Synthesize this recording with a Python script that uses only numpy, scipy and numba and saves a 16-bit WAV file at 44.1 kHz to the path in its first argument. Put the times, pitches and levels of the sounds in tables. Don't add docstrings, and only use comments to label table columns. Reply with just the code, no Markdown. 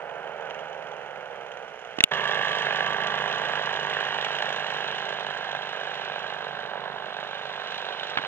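import sys
import numpy as np
from scipy import signal
from scipy.fft import rfft, irfft, next_fast_len
from scipy.io import wavfile
from scipy.ndimage import uniform_filter1d
from numba import njit

SR = 44100
rng = np.random.default_rng(int(sys.argv[2]) if len(sys.argv) > 2 else 0)


def materialize(psi):
    bounded = np.clip(np.atleast_2d(psi).T, -1, 1)
    quanta = np.round(bounded * 32767).astype(np.int16)
    wavfile.write(sys.argv[1], SR, quanta)


N = 364707
CUT_S, TURN_S = 2.112, 3.
BLADES_PER_FIRING, MESHES_PER_FIRING = 1.755, 40

# (time [s], blade rate [Hz], level [dB], treble level [dB])
THROTTLE_BACK = [(0.029, 39.52, -33.5, -4.5), (0.51, 38.53, -33.5, 2.5), (0.99, 36.72, -35.5, 2),
                 (1.23, 35.13, -36, 2.5), (1.471, 33.13, -37.5, 4.5), (1.71, 31.43, -39.5, 7.5),
                 (1.95, 29.5, -41.5, 12)]
FLY_OFF = [(2.13, 50.67, -28, -0.5), (2.558, 50.83, -29, 3.5), (2.991, 50.68, -28.5, -1.5),
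           (3.421, 50.79, -29.5, 2), (3.849, 50.83, -30, 0.5), (4.28, 50.31, -31, 3),
           (5.141, 49.56, -33, 1.5), (5.57, 49.65, -34, -0.5), (5.998, 48.86, -34.5, 1.5),
           (6.86, 48.57, -34, -11), (7.29, 48.75, -36, -2.5), (7.719, 48.53, -35, 0.5),
           (8.15, 48.4, -35.5, 0), (8.26, 48.55, -35, 1.5)]
START_PHASES = [(.05, .6), (.65, .88)]
# (place in the blade period [0-1], level [dB])
STRUT_WAKES = [
    [(0, -0.5), (.2, -6.5), (.485, 0), (.76, -3.5)],
    [(0, -0.5), (.86, -13.5)],
]
# (level scatter [dB], jitter [s])
SLAP_ROUGHNESS = [(1.3, .00004), (1.2, .00003)]
# (time [s], boost [dB])
HARD_SLAPS = [(2.316, 3.5), (2.669, 6), (2.709, 2), (2.807, 4.5), (2.945, 1.5), (3.673, 0.5), (3.87, 1),
              (3.967, 3), (4.007, 4), (4.187, 3.5), (4.425, 4), (4.785, 2.5), (5.126, 1.5), (5.307, 2.5),
              (5.55, 3.5), (5.731, 0.5), (5.916, 2), (5.997, 3.5), (6.16, 4.5), (7.186, 3), (8.028, 2)]
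# (multiple of the blade rate [1], gain at first [dB], gain once turned [dB])
FRAME_RESPONSE = [
    [(8, -5, -5), (12, -1.5, 2.5), (14, -1, 2), (17.2, -1.5, -1.5), (20, -3, -1), (23.05, -3, 2.5),
     (25.9, -5, -2.5), (30, -11.5, 0.5), (40.2, -9.5, -0.5)],
    [(7.05, -6, -2), (8, -1, -1), (8.8, -4, -3), (10.27, -8.5, -4.5), (11.98, 0, 0.5), (13.8, -5.5, -5),
     (15.48, -7, 2), (18.55, -2.5, -4.5), (22, -5, -5.5), (24.3, -3, -11), (26.9, -11.5, 2), (29.9, -5, -5),
     (32.06, 7.5, 9), (33.7, 6, 2), (37.4, 4, -7.5), (38.5, -1, -3.5)],
]
MUFFLER_LAGS = (211, 347, 523)
# (place in the engine cycle [0-1], level [dB])
KNOCKS = [(.04, 6.5), (0.408, 2.5)]
# (starting level [dB], fall [dB/s^2])
GEAR_BEAM = [(-48.5, 0.3), (-32, 3)]
# (frequency [Hz], gain [dB])
SLAP_EQ = [(100, -12), (300, -6), (450, 1), (1000, 0), (1700, -2), (3000, -12), (6000, -22)]
BLADE_AIR_EQ = [(200, -16), (600, -8), (1700, -7), (3000, -9), (7000, -14)]
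EXHAUST_EQ = [(60, -3), (87, 2), (113, -9), (145, 2), (175, 2), (230, 8), (275, -3), (340, -10), (405, -2),
              (480, -11), (1200, -5), (3000, -18.5)]
RATTLE_EQ = [(400, -20.5), (1500, -11), (3000, -0.5), (6000, 2.5)]
RUSH_EQ = [(60, -10.5), (300, 0.5), (1000, 2.5), (3000, 1), (7000, -1.5)]
# (frequency [Hz], gain [dB])
PATH_EQ = [
    [(30, -55), (150, -11), (260, -23), (480, 0.5), (850, -0.5), (1100, -10.5), (1500, -1.5), (2050, -12),
     (3000, -12), (3700, -26.5), (4800, -43), (6500, -44), (8500, -75), (12000, -72)],
    [(30, -47.5), (150, -6.5), (270, -21), (450, -1.5), (900, 0), (1330, -8), (1650, -1), (2300, -7),
     (3000, -5), (3800, -7.5), (4500, -24.5), (6500, -39), (8500, -56), (12000, -76.5)],
]
# (starting gain [dB], fall [dB/s], starting lag [ms], drift
# [ms/s])
REFLECTIONS = [
    [(-22.5, -1, 0.87, .02)],
    [(-10.5, 0.44, 0.645, 0.018), (-11, 3.5, 1.798, 0.16)],
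]
BAND_EDGES = (110, 300, 1250, 2200, 3350, 4600)
TREBLE_SHARES = [(0.022, -0.009, 0.001, .15, 0.63, .8, .99), (-0.12, -.15, 0.0059, 0.14, 0.87, 0.49, .99)]
BAND_DRIFTS = [(.5, 1.5, 0.0021, 0.1, 0.116, 0.092, 0.096), (-1.4, -0.6, 0.007, -0.05, -0.32, 2.15, -.1)]
# (time [s], peak [dB], tilt
# [dB/octave], contact [ms], crack relative to ring [dB])
CLICKS_AND_SLAP = [(0.509, -20, 10, 0.2, -29), (1.9854, -24, -9.5, 0.24, -18.5),
                   (1.9851, -11, -5.5, .5, -30.5), (1.988, -11.5, 4.5, .13, -20.5),
                   (2.0055, -3, -1.5, .2, -0.5), (2.0391, 15, 3, .1, -20), (2.1211, -11, 5, 0.25, -8),
                   (8.099, -18, 3, 0.15, -10), (8.172, -9, -5, 0.43, -8), (8.1738, -5, 1, 0.3, -2),
                   (8.1857, -8, 10, 0.38, 1), (8.193, -21, -7, 0.25, -7), (8.237, -21, -3, 0.33, -3),
                   (8.249, -14, 5, 0.26, -4)]
# (frequency [Hz], level [dB], time to fall 60 dB [s])
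CASE_MODES = [(330, -6, .012), (800, -3, 0.012), (1200, 2, 0.008), (1800, -5, .006), (2400, 2, .005),
              (2950, 15, 0.004), (4540, -24.5, .006)]
# (frequency [Hz], gain [dB])
SCATTER_EQ = [(100, -13.5), (1000, -20.5), (2000, -9.5), (5000, -9.5), (8000, -7.5)]
# (frequency [Hz], gain [dB], phase lead [rad])
LEFT_PORT = [(89.5, -1.5, -0.5), (247, -7.5, -0.93), (486, -9.5, 0.5), (990, -6.5, 0.65),
             (1775, -7.5, 0.88), (3110, -7, 1.67), (4470, -2.5, 4), (6020, 9.5, 3), (7050, 13.5, 4),
             (8260, 13, 5), (12000, -1, -4)]
# (frequency [Hz], gain [dB])
HISS_EQ = [(200, 9), (4000, -3.5), (9000, -18), (13000, -25), (15500, -33)]
# (frequency [Hz], level before each channel's gain [dB])
TONES = [(10110, -88), (15735, -104)]


def trike(course, path_eq, struts, phases, roughness, shares, drifts, beam, echoes, frame):
    t = np.arange(N) / SR
    times, *columns = np.transpose(course)
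    blade_hz, level_db, treble_db = (np.interp(t, times, c) for c in columns)
    elapsed = np.clip(t, times[0], times[-1]) - times[0]
    blades = np.cumsum(blade_hz) / SR
    blades -= blades[int(times[0] * SR)]
    cycles = blades / BLADES_PER_FIRING + phases[1]
    slap, blade_air = propeller(blades, blade_hz.max(), elapsed, phases[0], struts, roughness, frame)
    sources = ((slap, SLAP_EQ), (blade_air, BLADE_AIR_EQ), (exhaust(cycles), EXHAUST_EQ),
               (rattle(cycles), RATTLE_EQ), (rng.standard_normal(N), RUSH_EQ))
    direct = sum(colour(unit(x - x.mean()), path_eq, eq) for x, eq in sources)
    radiated = add_reflections(direct, elapsed, echoes)
    received = propagate(radiated, elapsed, treble_db, shares, drifts) * undb(level_db)
    return received + gear_whine(cycles, elapsed, *beam)


def propeller(blades, top_hz, elapsed, phase, struts, roughness, frame):
    steady = blades[0] + np.arange(N) * top_hz / SR
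    warp = lambda x: np.interp(blades, steady, x)
    slaps = sum(pulses(steady + phase - place, db, *roughness) for place, db in struts)
    for time_s, db in HARD_SLAPS:
        slaps[np.abs(steady - blades[int(time_s * SR)]) < .35] *= undb(db)
    frame_eq = np.array(frame) * (top_hz, 1, 1)
    before, after = (warp(colour(slaps, frame_eq, column=k)) for k in (1, 2))
    turned = np.clip(elapsed / TURN_S, 0, 1)
    blade_air = warp(flare(slaps, rise_s=0.00046, decay_s=0.0028)) * rng.standard_normal(N)
    return before + turned * (after - before), blade_air


def exhaust(cycles):
    thumps = pulses(cycles, 0, scatter_db=1., jitter_s=.00006)
    for lag in MUFFLER_LAGS:
        taps = np.r_[1, np.zeros(lag - 1), -0.59]
        thumps = signal.lfilter(taps[::-1], taps, thumps)
    return thumps


def rattle(cycles):
    knocks = sum(pulses(cycles - place, db, scatter_db=2.5, jitter_s=0.00066) for place, db in KNOCKS)
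    return flare(knocks, rise_s=0.00074, decay_s=0.0046) * rng.standard_normal(N)


def gear_whine(cycles, elapsed, start_db, fall):
    mesh = 2 * np.pi * MESHES_PER_FIRING * cycles + 0.8 * wander(25)
    whine = np.sin(mesh) + undb(-12) * np.sin(mesh + 2 * np.pi * cycles)
    return whine * undb(start_db - fall * elapsed ** 2 + 1.8 * wander(12))


def add_reflections(x, elapsed, echoes):
    samples = np.arange(N)
    mid_treble = signal.sosfiltfilt(butter(2, (1200, 3700), "band"), x)
    for db, fall, lag_ms, drift in echoes:
        lag = (lag_ms + drift * elapsed) * SR / 1e3
        x = x + undb(db - fall * elapsed) * np.interp(samples - lag, samples, mid_treble)
    return x


def propagate(x, elapsed, treble_db, shares, drifts):
    lows = [signal.sosfiltfilt(butter(4, hz, "low"), x) for hz in BAND_EDGES]
    bands = np.diff([0 * x, *lows, x], axis=0)
    out = np.zeros(N)
    for band, share, drift in zip(bands, shares, drifts):
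        gain_db = share * treble_db + drift * (elapsed - elapsed[-1] / 2)
        out += undb(gain_db + 0.46 * wander(15)) * band
    return out / np.std(lows[2])


def case_ring(tilt_db, contact_ms, crack_db):
    t = np.arange(2000) / SR
    ring = sum(undb(db + tilt_db * np.log2(hz / 1500) - 60 * t / t60) * np.sin(2 * np.pi * hz * t)
               for hz, db, t60 in CASE_MODES)
    burst = np.exp(-t / 0.0019) * rng.standard_normal(len(t))
    crack = signal.sosfilt(butter(2, (600, 3600), "band"), burst)
    ring = ring / np.abs(ring).max() + undb(crack_db) * crack / np.abs(crack).max()
    contacts = undb(-18.5) * np.exp(-t / 0.0016) * rng.standard_normal(len(t))
    contacts[0] = 1
    contacts[int(0.0055 * SR)] += undb(-27)
    push = np.hanning(int(contact_ms * SR / 1000) + 3)
    ring = signal.fftconvolve(signal.fftconvolve(ring, contacts), push)[:len(t)]
    return ring / np.abs(ring).max()


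def clicks_and_slap():
    air, case = np.zeros((2, N))
    for time_s, db, *timbre in CLICKS_AND_SLAP:
        i = int(time_s * SR)
        ring = undb(db) * case_ring(*timbre)[:N - i]
        share = np.clip(0.47 + .022 * db, 0, 1)
        air[i:i + len(ring)] += (1 - share) * ring
        case[i:i + len(ring)] += share * ring
    return signal.sosfilt(butter(2, 160, "high"), [air, case])


def scattering(craft):
    tail = rng.standard_normal(3000) * np.exp(-np.arange(3000) / 700)
    return colour(signal.fftconvolve(craft, tail / np.linalg.norm(tail))[:N], SCATTER_EQ)


def electronics():
    hiss = np.array([unit(colour(rng.standard_normal(N), HISS_EQ)) for _ in range(2)])
    tones = sum(undb(db) * np.sin(2 * np.pi * hz * np.arange(N) / SR) for hz, db in TONES)
    return undb(-59) * hiss + tones * np.array([[1.8], [.8]])


def left_port(x):
    size = next_fast_len(N)
    hz = np.arange(size // 2 + 1) * SR / size
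    response = undb(lookup(LEFT_PORT, hz)) * np.exp(1j * lookup(LEFT_PORT, hz, column=2))
    return irfft(rfft(x, size) * response, size)[:N]


@njit
def gain_control(size, threshold, attack_s, release_s, restart):
    attack, release = 1 / (attack_s * SR), 1 / (release_s * SR)
    gain, envelope = np.ones(len(size)), 0.
    for i in range(len(size)):
        rate = attack if size[i] > envelope else release
        envelope = 0. if i == restart else envelope + (size[i] - envelope) * rate
        gain[i] = min(1., threshold / (envelope + 1e-9))
    return gain


def pulses(cycles, db, scatter_db, jitter_s):
    count = np.arange(np.ceil(cycles[0]), np.floor(cycles[-1]))
    timing, strength = rng.standard_normal((N // 100, 2))[:len(count)].T
    at = np.clip(np.interp(count, cycles, np.arange(N)) + jitter_s * SR * timing, 0, N - 2)
    size = undb(db + scatter_db * strength)
    i = at.astype(int)
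    return np.bincount(i, size * (1 + i - at), N) + np.bincount(i + 1, size * (at - i), N)


def flare(train, rise_s, decay_s):
    for tau in (rise_s, decay_s):
        train = signal.lfilter([1], [1, -np.exp(-1 / (tau * SR))], train)
    return train


def wander(rate_hz):
    hold = int(SR / rate_hz)
    steps = np.repeat(rng.standard_normal(N // hold + 1), hold)
    return 1.3 * uniform_filter1d(uniform_filter1d(steps, hold), hold)[:N]


def colour(x, *tables, column=1):
    hz = np.arange(1025) * SR / 2048
    cepstrum = irfft(sum(lookup(table, hz, column) for table in tables) * np.log(10) / 20)
    cepstrum[1:1024] *= 2
    cepstrum[1025:] = 0
    return signal.fftconvolve(x, irfft(np.exp(rfft(cepstrum))))[:len(x)]


def lookup(table, hz, column=1):
    table = np.array(table)
    return np.interp(np.log(hz + 1), np.log(table[:, 0]), table[:, column])


def butter(order, hz, kind):
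    return signal.butter(order, hz, kind, fs=SR, output="sos")


def undb(db):
    return 10 ** (np.asarray(db) / 20)


def unit(x):
    return x / np.sqrt(np.mean(x ** 2))


def scene():
    passes = zip((THROTTLE_BACK, FLY_OFF), PATH_EQ, STRUT_WAKES, START_PHASES, SLAP_ROUGHNESS,
                 TREBLE_SHARES, BAND_DRIFTS, GEAR_BEAM, REFLECTIONS, FRAME_RESPONSE)
    first, second = (trike(*settings) for settings in passes)
    crossfade = np.clip((np.arange(N) / SR - CUT_S) / .001, 0, 1)
    craft = first + (second - first) * crossfade
    air, case = clicks_and_slap()
    left = left_port(craft + air + scattering(craft)) - 1.2 * np.roll(case, 2)
    right = craft + air + case
    return np.array([left, right]) + electronics()


def record(dry):
    dry = signal.sosfilt(butter(2, 60, "high"), dry)
    size = np.abs(dry).max(axis=0)
    gain = gain_control(size, threshold=0.3, attack_s=0.0048, release_s=.3, restart=int(CUT_S * SR))
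    top_cut = signal.ellip(8, .2, 70, 15800, fs=SR, output="sos")
    return signal.sosfilt(top_cut, np.clip(dry * gain, -.97, .97))


dry = scene()
out = record(dry)
materialize(out)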